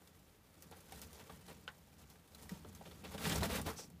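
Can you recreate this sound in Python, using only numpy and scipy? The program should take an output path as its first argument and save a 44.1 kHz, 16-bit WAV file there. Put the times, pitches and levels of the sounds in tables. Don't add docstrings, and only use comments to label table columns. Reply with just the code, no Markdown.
import sys
import numpy as np
from scipy import signal
from scipy.io import wavfile
from scipy.ndimage import map_coordinates

SR = 44100
rng = np.random.default_rng(int(sys.argv[2]) if len(sys.argv) > 2 else 0)


def output_pcm(signal):
    pcm = np.clip(np.atleast_2d(signal).T, -1, 1) * 32767
    wavfile.write(sys.argv[1], SR, np.round(pcm).astype(np.int16))


N = 176400
T = np.arange(N) / SR

# time in seconds, level in dB.
CREEP_LEVELS = [(0, -70.5), (.45, -71), (.6, -66.5), (.82, -64), (.87, -63), (.96, -58), (1.11, -63.5),
                (1.2, -60.5), (1.42, -66), (1.58, -66.5), (1.82, -70), (1.94, -68), (2.05, -65.5),
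                (2.2, -72), (2.3, -70.5), (2.42, -59.5), (2.6, -65.5), (3.0, -62.5), (3.3, -64),
                (3.76, -59), (3.9, -71.5), (4, -76.5)]


def chips():
    # start in
    # seconds, pitch in Hz, then body, crack and edge in dB.
    snaps = [(0.074, 3400, -65, -65, -57.5), (0.623, 14800, -80, -58.5, -47.5), (.712, 9750, -56, -71, -56),
             (0.724, 850, -51, -59, -71), (0.805, 9150, -70, -72, -56), (0.922, 767, -60, -52.5, -47.5),
             (0.959, 4000, -80, -64, -52.5), (1.016, 12200, -67, -59, -44.5), (1.13, 9400, -61, -72, -51),
             (1.296, 1200, -49, -53, -69), (2.1, 12000, -67, -70, -54.5), (2.156, 1680, -70, -64, -78),
             (2.348, 4040, -80, -66, -49), (2.493, 1900, -68, -55, -48), (2.647, 593, -51, -59, -70),
             (2.749, 6250, -74, -63, -50), (2.811, 750, -50, -62, -72), (2.912, 3340, -55, -55, -73),
             (3.041, 2700, -78, -59, -55.5), (3.049, 2660, -58, -51.5, -62), (3.118, 2140, -67, -59, -56),
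             (3.147, 565, -46.5, -55, -49), (3.179, 3000, -68, -43, -52), (3.253, 1900, -51, -35, -59),
             (3.296, 7700, -46, -47, -36.5), (3.358, 5700, -46, -45, -37.5), (3.424, 953, -33.5, -55, -60),
             (3.431, 4160, -52, -36, -38), (3.557, 13100, -62, -45, -39), (3.596, 1900, -51, -45, -51),
             (3.615, 9400, -61, -60, -40), (3.901, 9200, -62, -68.5, -59)]
    # frequency in Hz, density in dB.
    big = [(250, 28.5), (360, -17.5), (450, 6.5), (900, 5.5), (1300, -5), (1900, -19), (4000, -73)]
    small = [(600, -45), (1100, -4.5), (1600, 1.5), (3000, -1.5), (4300, 0), (6000, -31), (12000, -51)]
    splinters = [(2000, -74), (3500, -5), (5000, -1), (9000, -2), (12000, -0.5), (15500, -7.5)]
    creep_db, snap_decay_s = (-4.5, -5.5, -2.5), (0.0064, 0.0049, 0.0022)
    creep = level(CREEP_LEVELS) * from_db(2 * drift(27)) * grains(per_s=3000, spread_db=2)
    crush = from_db(drift(42.6)) * grains(per_s=6300, spread_db=1.5)
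    fracture = rng.standard_normal(N)
    out = 0
    for size, spectrum in enumerate((big, small, splinters)):
        snapping = sum(from_db(db[size]) * envelope(start, 0.00026, 0.00072, snap_decay_s[size])
                       for start, _, *db in snaps)
        drive = from_db(creep_db[size]) * creep + shoving(size) * crush + snapping * fracture
        out = out + coloured(drive, spectrum, patchy_db=1.5)
    for start, hz, *db in snaps:
        t60 = 0.038 * (1000 / hz) ** 0.54
        out = out + ring(clicks_at([(start, max(db))]), [(hz, 4, t60)])
    return out


def shoving(size):
    # start, rise and hold in seconds, then big chips, small chips and splinters in dB.
    shoves = [(0.712, 0.0062, 0.0051, -60.5, -59, -80), (1.018, .005, .015, -79, -62, -57.5),
              (1.193, 0.0028, 0.0033, -54, -56.5, -65), (1.476, 0.0053, 0.032, -56, -59.5, -61.5),
              (1.978, 0.0084, 0.01, -82, -86, -65), (2.486, 0.0092, 0.05, -62, -66, -64),
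              (2.849, 0.0083, 0.0089, -57.5, -60, -66.5), (3.029, 0.018, 0.007, -52.5, -54, -72),
              (3.107, 0.0035, 0.036, -54.5, -57, -57), (3.171, 0.06, 0.012, -49, -48, -48),
              (3.216, 0.047, 0.068, -46, -43.5, -44.5), (3.341, 0.0039, 0.04, -51, -48, -48),
              (3.4, 0.011, 0.015, -49.5, -48, -50), (3.427, 0.011, 0.017, -46.5, -44.5, -43),
              (3.482, 0.013, 0.074, -49, -45.5, -51.5), (3.538, 0.012, 0.02, -44.5, -47.5, -47),
              (3.574, 0.0064, 0.013, -45, -56, -57), (3.65, 0.018, 0.03, -46.5, -50.5, -50.5),
              (3.781, 0.006, 0.0066, -52.5, -57, -60)]
    power = sum((from_db(db[size]) * envelope(start, rise, hold, release=0.018)) ** 2
                for start, rise, hold, *db in shoves)
    return np.sqrt(power)


def crackle():
    # pitch in Hz, gain in dB.
    chip_gains = [(900, -11.5), (3000, -5), (7000, -27), (14000, -4)]
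    pitches = np.geomspace(900, 14000, 24)
    flicks = from_db(-4.5) * level(CREEP_LEVELS) * grains(per_s=190, spread_db=2)
    throws = from_db(-8) * shoving(size=1) * grains(per_s=590, spread_db=11.5)
    contacts = flicks + throws
    which_chip = rng.integers(0, len(pitches), N)
    hz, db = np.transpose(chip_gains)
    gains = from_db(np.interp(np.log(pitches), np.log(hz), db))
    return sum(gains[k] * chip_ring(contacts * (which_chip == k), pitch) for k, pitch in enumerate(pitches))


def chip_ring(x, hz, q=12):
    return resonate(x + 1e-18, hz, hz / q) * np.sqrt(SR * q / (np.pi * hz))


def floor_panel():
    # time in seconds, level in dB.
    rumble_level = [(0, -71), (.18, -67.5), (.33, -76), (.58, -71.5), (.68, -63), (.85, -69), (1.0, -57.5),
                    (1.13, -66.5), (1.3, -61), (1.44, -64), (1.52, -60), (1.6, -63), (1.85, -72.5), (2.03, -63),
                    (2.27, -73), (2.42, -59.5), (2.6, -59.5), (3.0, -60), (3.2, -50.5), (3.29, -42.5),
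                    (3.47, -44), (3.68, -50), (3.79, -60), (4, -60)]
    # frequency in Hz, density in dB.
    rumble = [(25, -2), (40, -37), (60, -11.5), (82, 11.5), (115, -18.5), (165, 5.5), (215, -3),
              (300, -16.5), (500, -22), (1200, -88)]
    # start in seconds, pitch in Hz, level in dB.
    thumps = [(0.659, 156, -53), (1.296, 150, -52.5), (2.517, 191, -36), (2.66, 89, -50.5),
              (3.035, 213, -51), (3.149, 200, -44), (3.268, 175.7, -30.5), (3.318, 167, -31),
              (3.368, 96, -36), (3.407, 99.8, -34), (3.517, 71.5, -37.5), (3.555, 205.6, -36.5),
              (3.6, 217, -39.5), (3.658, 82.5, -37)]
    # frequency and width in Hz, gain in dB.
    panel_modes = [(88, 20, -5), (169.6, 25, 1), (215.6, 8.3, -7), (296, 18, 0.5)]
    load = coloured(level(rumble_level), rumble)
    for start, hz, db in thumps:
        drop = from_db(db) * envelope(start, rise=0.0018, hold=0, release=0.013)
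        load = load + drop * np.sin(2 * np.pi * hz * (T - start))
    return from_db(-2) * (load + resonances(load, panel_modes))


def side_board():
    # time in seconds, level in dB.
    bumps = [(3.356, -39.5), (3.432, -31), (3.447, -41), (3.5, -39.5)]
    # frequency in Hz, gain in dB, T60 in seconds.
    board_modes = [(415, -7.5, 0.067), (548, -10.5, 0.071), (672, -1.5, 0.072), (938, -0.5, 0.033)]
    return ring(clicks_at(bumps), board_modes)


def twig():
    # frequency in Hz, gain in dB, T60 in seconds.
    stick_modes = [(530, -5.5, 0.038), (850, -11.5, 0.11), (1400, -17, 0.12), (1500, 3, 0.048),
                   (1900, -13, 0.042), (2260, -9, 0.022), (2850, 4, 0.013), (3020, 0, 0.016),
                   (3450, -10, 0.015), (4560, -13, 0.015)]
    knock_s, knock_db = 1.6783, -39
    contact = filtered(clicks_at([(knock_s, knock_db)]) + 1e-18, 2, [750, 4770], "band")
    return ring(contact, stick_modes)


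def scrape():
    start_s, climb_s, octaves_per_s = 3.661, 0.041, 43
    tone = rms_one(resonate(rng.standard_normal(N), hz=343, width_hz=120))
    speed = 2 ** (octaves_per_s * np.clip(T - start_s, 0, climb_s))
    return from_db(-40) * envelope(start_s, rise=0.012, hold=0.01, release=0.021) * glide(tone, speed)


def swish():
    # time in seconds, level in dB.
    swell = [(3.74, -87), (3.772, -50), (3.802, -47.5), (3.82, -54.5), (3.845, -56.5), (3.88, -78),
             (3.92, -100)]
    # frequency and width in Hz, gain in dB.
    peaks = [(5880, 610, 1), (7640, 600, -7)]
    slows_at_s, sag_per_s = 3.8, 0.79
    friction = grains(per_s=8800, spread_db=-3)
    tone = rms_one(resonances(friction, peaks))
    speed = 1 - sag_per_s * np.clip(T - slows_at_s, 0, 0.1)
    return level(swell) * (T > swell[0][0]) * glide(tone, speed)


def walls(x):
    # echo delay in seconds, strength as a factor.
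    reflections = [(.0009, 0.13), (.0026, 0.26), (.0052, .22)]
    sway_s = 0.00006
    echoes = sum(strength * np.interp(T - delay - sway_s * drift(3.8), T, x)
                 for delay, strength in reflections)
    return from_db(-1) * (x + filtered(echoes, 1, 700, "high"))


def enclosure(x):
    # frequency and width in Hz, gain in dB.
    box_modes = [(440.5, 27.6, 12), (509, 37, 2), (677, 5.3, -8), (925, 35, -4), (1134, 10.6, -5.5),
                 (1356, 44, -0.5)]
    low_t60_s, treble_t60_s, wash_db = 0.14, 0.058, -4.5
    wash = 0
    for low_hz, t60 in zip(250 * 2 ** np.arange(6), np.geomspace(low_t60_s, treble_t60_s, 6)):
        octave = [low_hz, 2 * low_hz]
        decay = np.exp(-np.log(1e6) / (t60 * SR))
        energy = signal.lfilter([1 - decay], [1, -decay], filtered(x, 3, octave, "band") ** 2)
        wash = wash + np.sqrt(energy) * rms_one(filtered(rng.standard_normal(N), 3, octave, "band"))
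    return from_db(-3.5) * (x + from_db(wash_db) * wash + resonances(x, box_modes))


def room_tone():
    # frequency in Hz, density in dB.
    spectrum = [(25, -4), (70, 6), (160, 1), (400, -3), (700, -9.5), (1500, -13), (4000, -19.5),
                (10000, -25), (15000, -18.5)]
    return from_db(-69) * coloured(np.ones(N), spectrum)


def from_db(db):
    return 10 ** (np.asarray(db) / 20)


def rms_one(x):
    return x / np.sqrt(np.mean(x ** 2) + 1e-20)


def filtered(x, order, hz, kind):
    return signal.sosfilt(signal.butter(order, hz, kind, fs=SR, output="sos"), x)


def level(rows):
    return from_db(np.interp(T, *np.transpose(rows)))


def envelope(start, rise, hold, release):
    return np.clip((T - start) / rise, 0, 1) * np.exp(-np.clip((T - start - rise - hold) / release, 0, 20))


def drift(rate_hz):
    step, settle = 40, 2000
    pole = np.exp(-2 * np.pi * rate_hz * step / SR)
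    noise = rng.standard_normal(N // step + settle + 2)
    slow = signal.lfilter([1], [1, -2 * pole, pole * pole], noise)[settle:]
    return np.interp(np.arange(N) / step, np.arange(len(slow)), rms_one(slow))


def grains(per_s, spread_db):
    sizes = from_db(spread_db * np.minimum(rng.exponential(1, N), 4))
    return rms_one(sizes * (rng.random(N) < per_s / SR))


def clicks_at(rows):
    out = np.zeros(N)
    for start, db in rows:
        out[min(int(start * SR), N - 1)] = from_db(db)
    return out


def ring(clicks, modes):
    out = 0
    for hz, db, t60 in modes:
        r, w = from_db(-60 / (t60 * SR)), 2 * np.pi * hz / SR
        out += from_db(db) * signal.lfilter([0, np.sin(w)], [1, -2 * r * np.cos(w), r * r], clicks + 1e-18)
    return out


def resonate(x, hz, width_hz):
    r, w = np.exp(-np.pi * width_hz / SR), 2 * np.pi * hz / SR
    return signal.lfilter(np.array([1, 0, -1]) * (1 - r * r) / 2, [1, -2 * r * np.cos(w), r * r], x)


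def resonances(x, modes):
    return sum(from_db(db) * resonate(x, hz, width_hz) for hz, width_hz, db in modes)


def coloured(drive, spectrum, patchy_db=0):
    hz, db = np.transpose(spectrum)
    edges = 22 * 2 ** (np.arange(20) / 2)
    out, power = 0, 0
    for low, high in zip(edges, edges[1:]):
        if high > hz[0] and low < hz[-1]:
            gain = from_db(np.interp(np.log(low * high) / 2, np.log(hz), db))
            flicker = from_db(patchy_db * drift(35)) if patchy_db else 1
            band = filtered(drive * rng.standard_normal(N) + 1e-18, 2, [low, high], "band")
            out = out + gain * flicker * band
            power += gain ** 2 * (high - low) * 2 / SR
    return out / np.sqrt(power)


def glide(x, speed):
    return map_coordinates(x, [np.cumsum(speed) - 1], order=3, mode="nearest")


def scene():
    air = room_tone()
    bark = walls(chips() + crackle() + swish())
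    in_box = enclosure(bark + twig() + side_board())
    return (in_box + scrape() + floor_panel() + air)[None]


def record(dry):
    low_cut_hz, high_cut_hz = 33, 15300
    thin = filtered(dry, 4, low_cut_hz, "high")
    return signal.sosfilt(signal.ellip(12, 0.1, 70, high_cut_hz, fs=SR, output="sos"), thin)


dry = scene()
out = record(dry)
output_pcm(out)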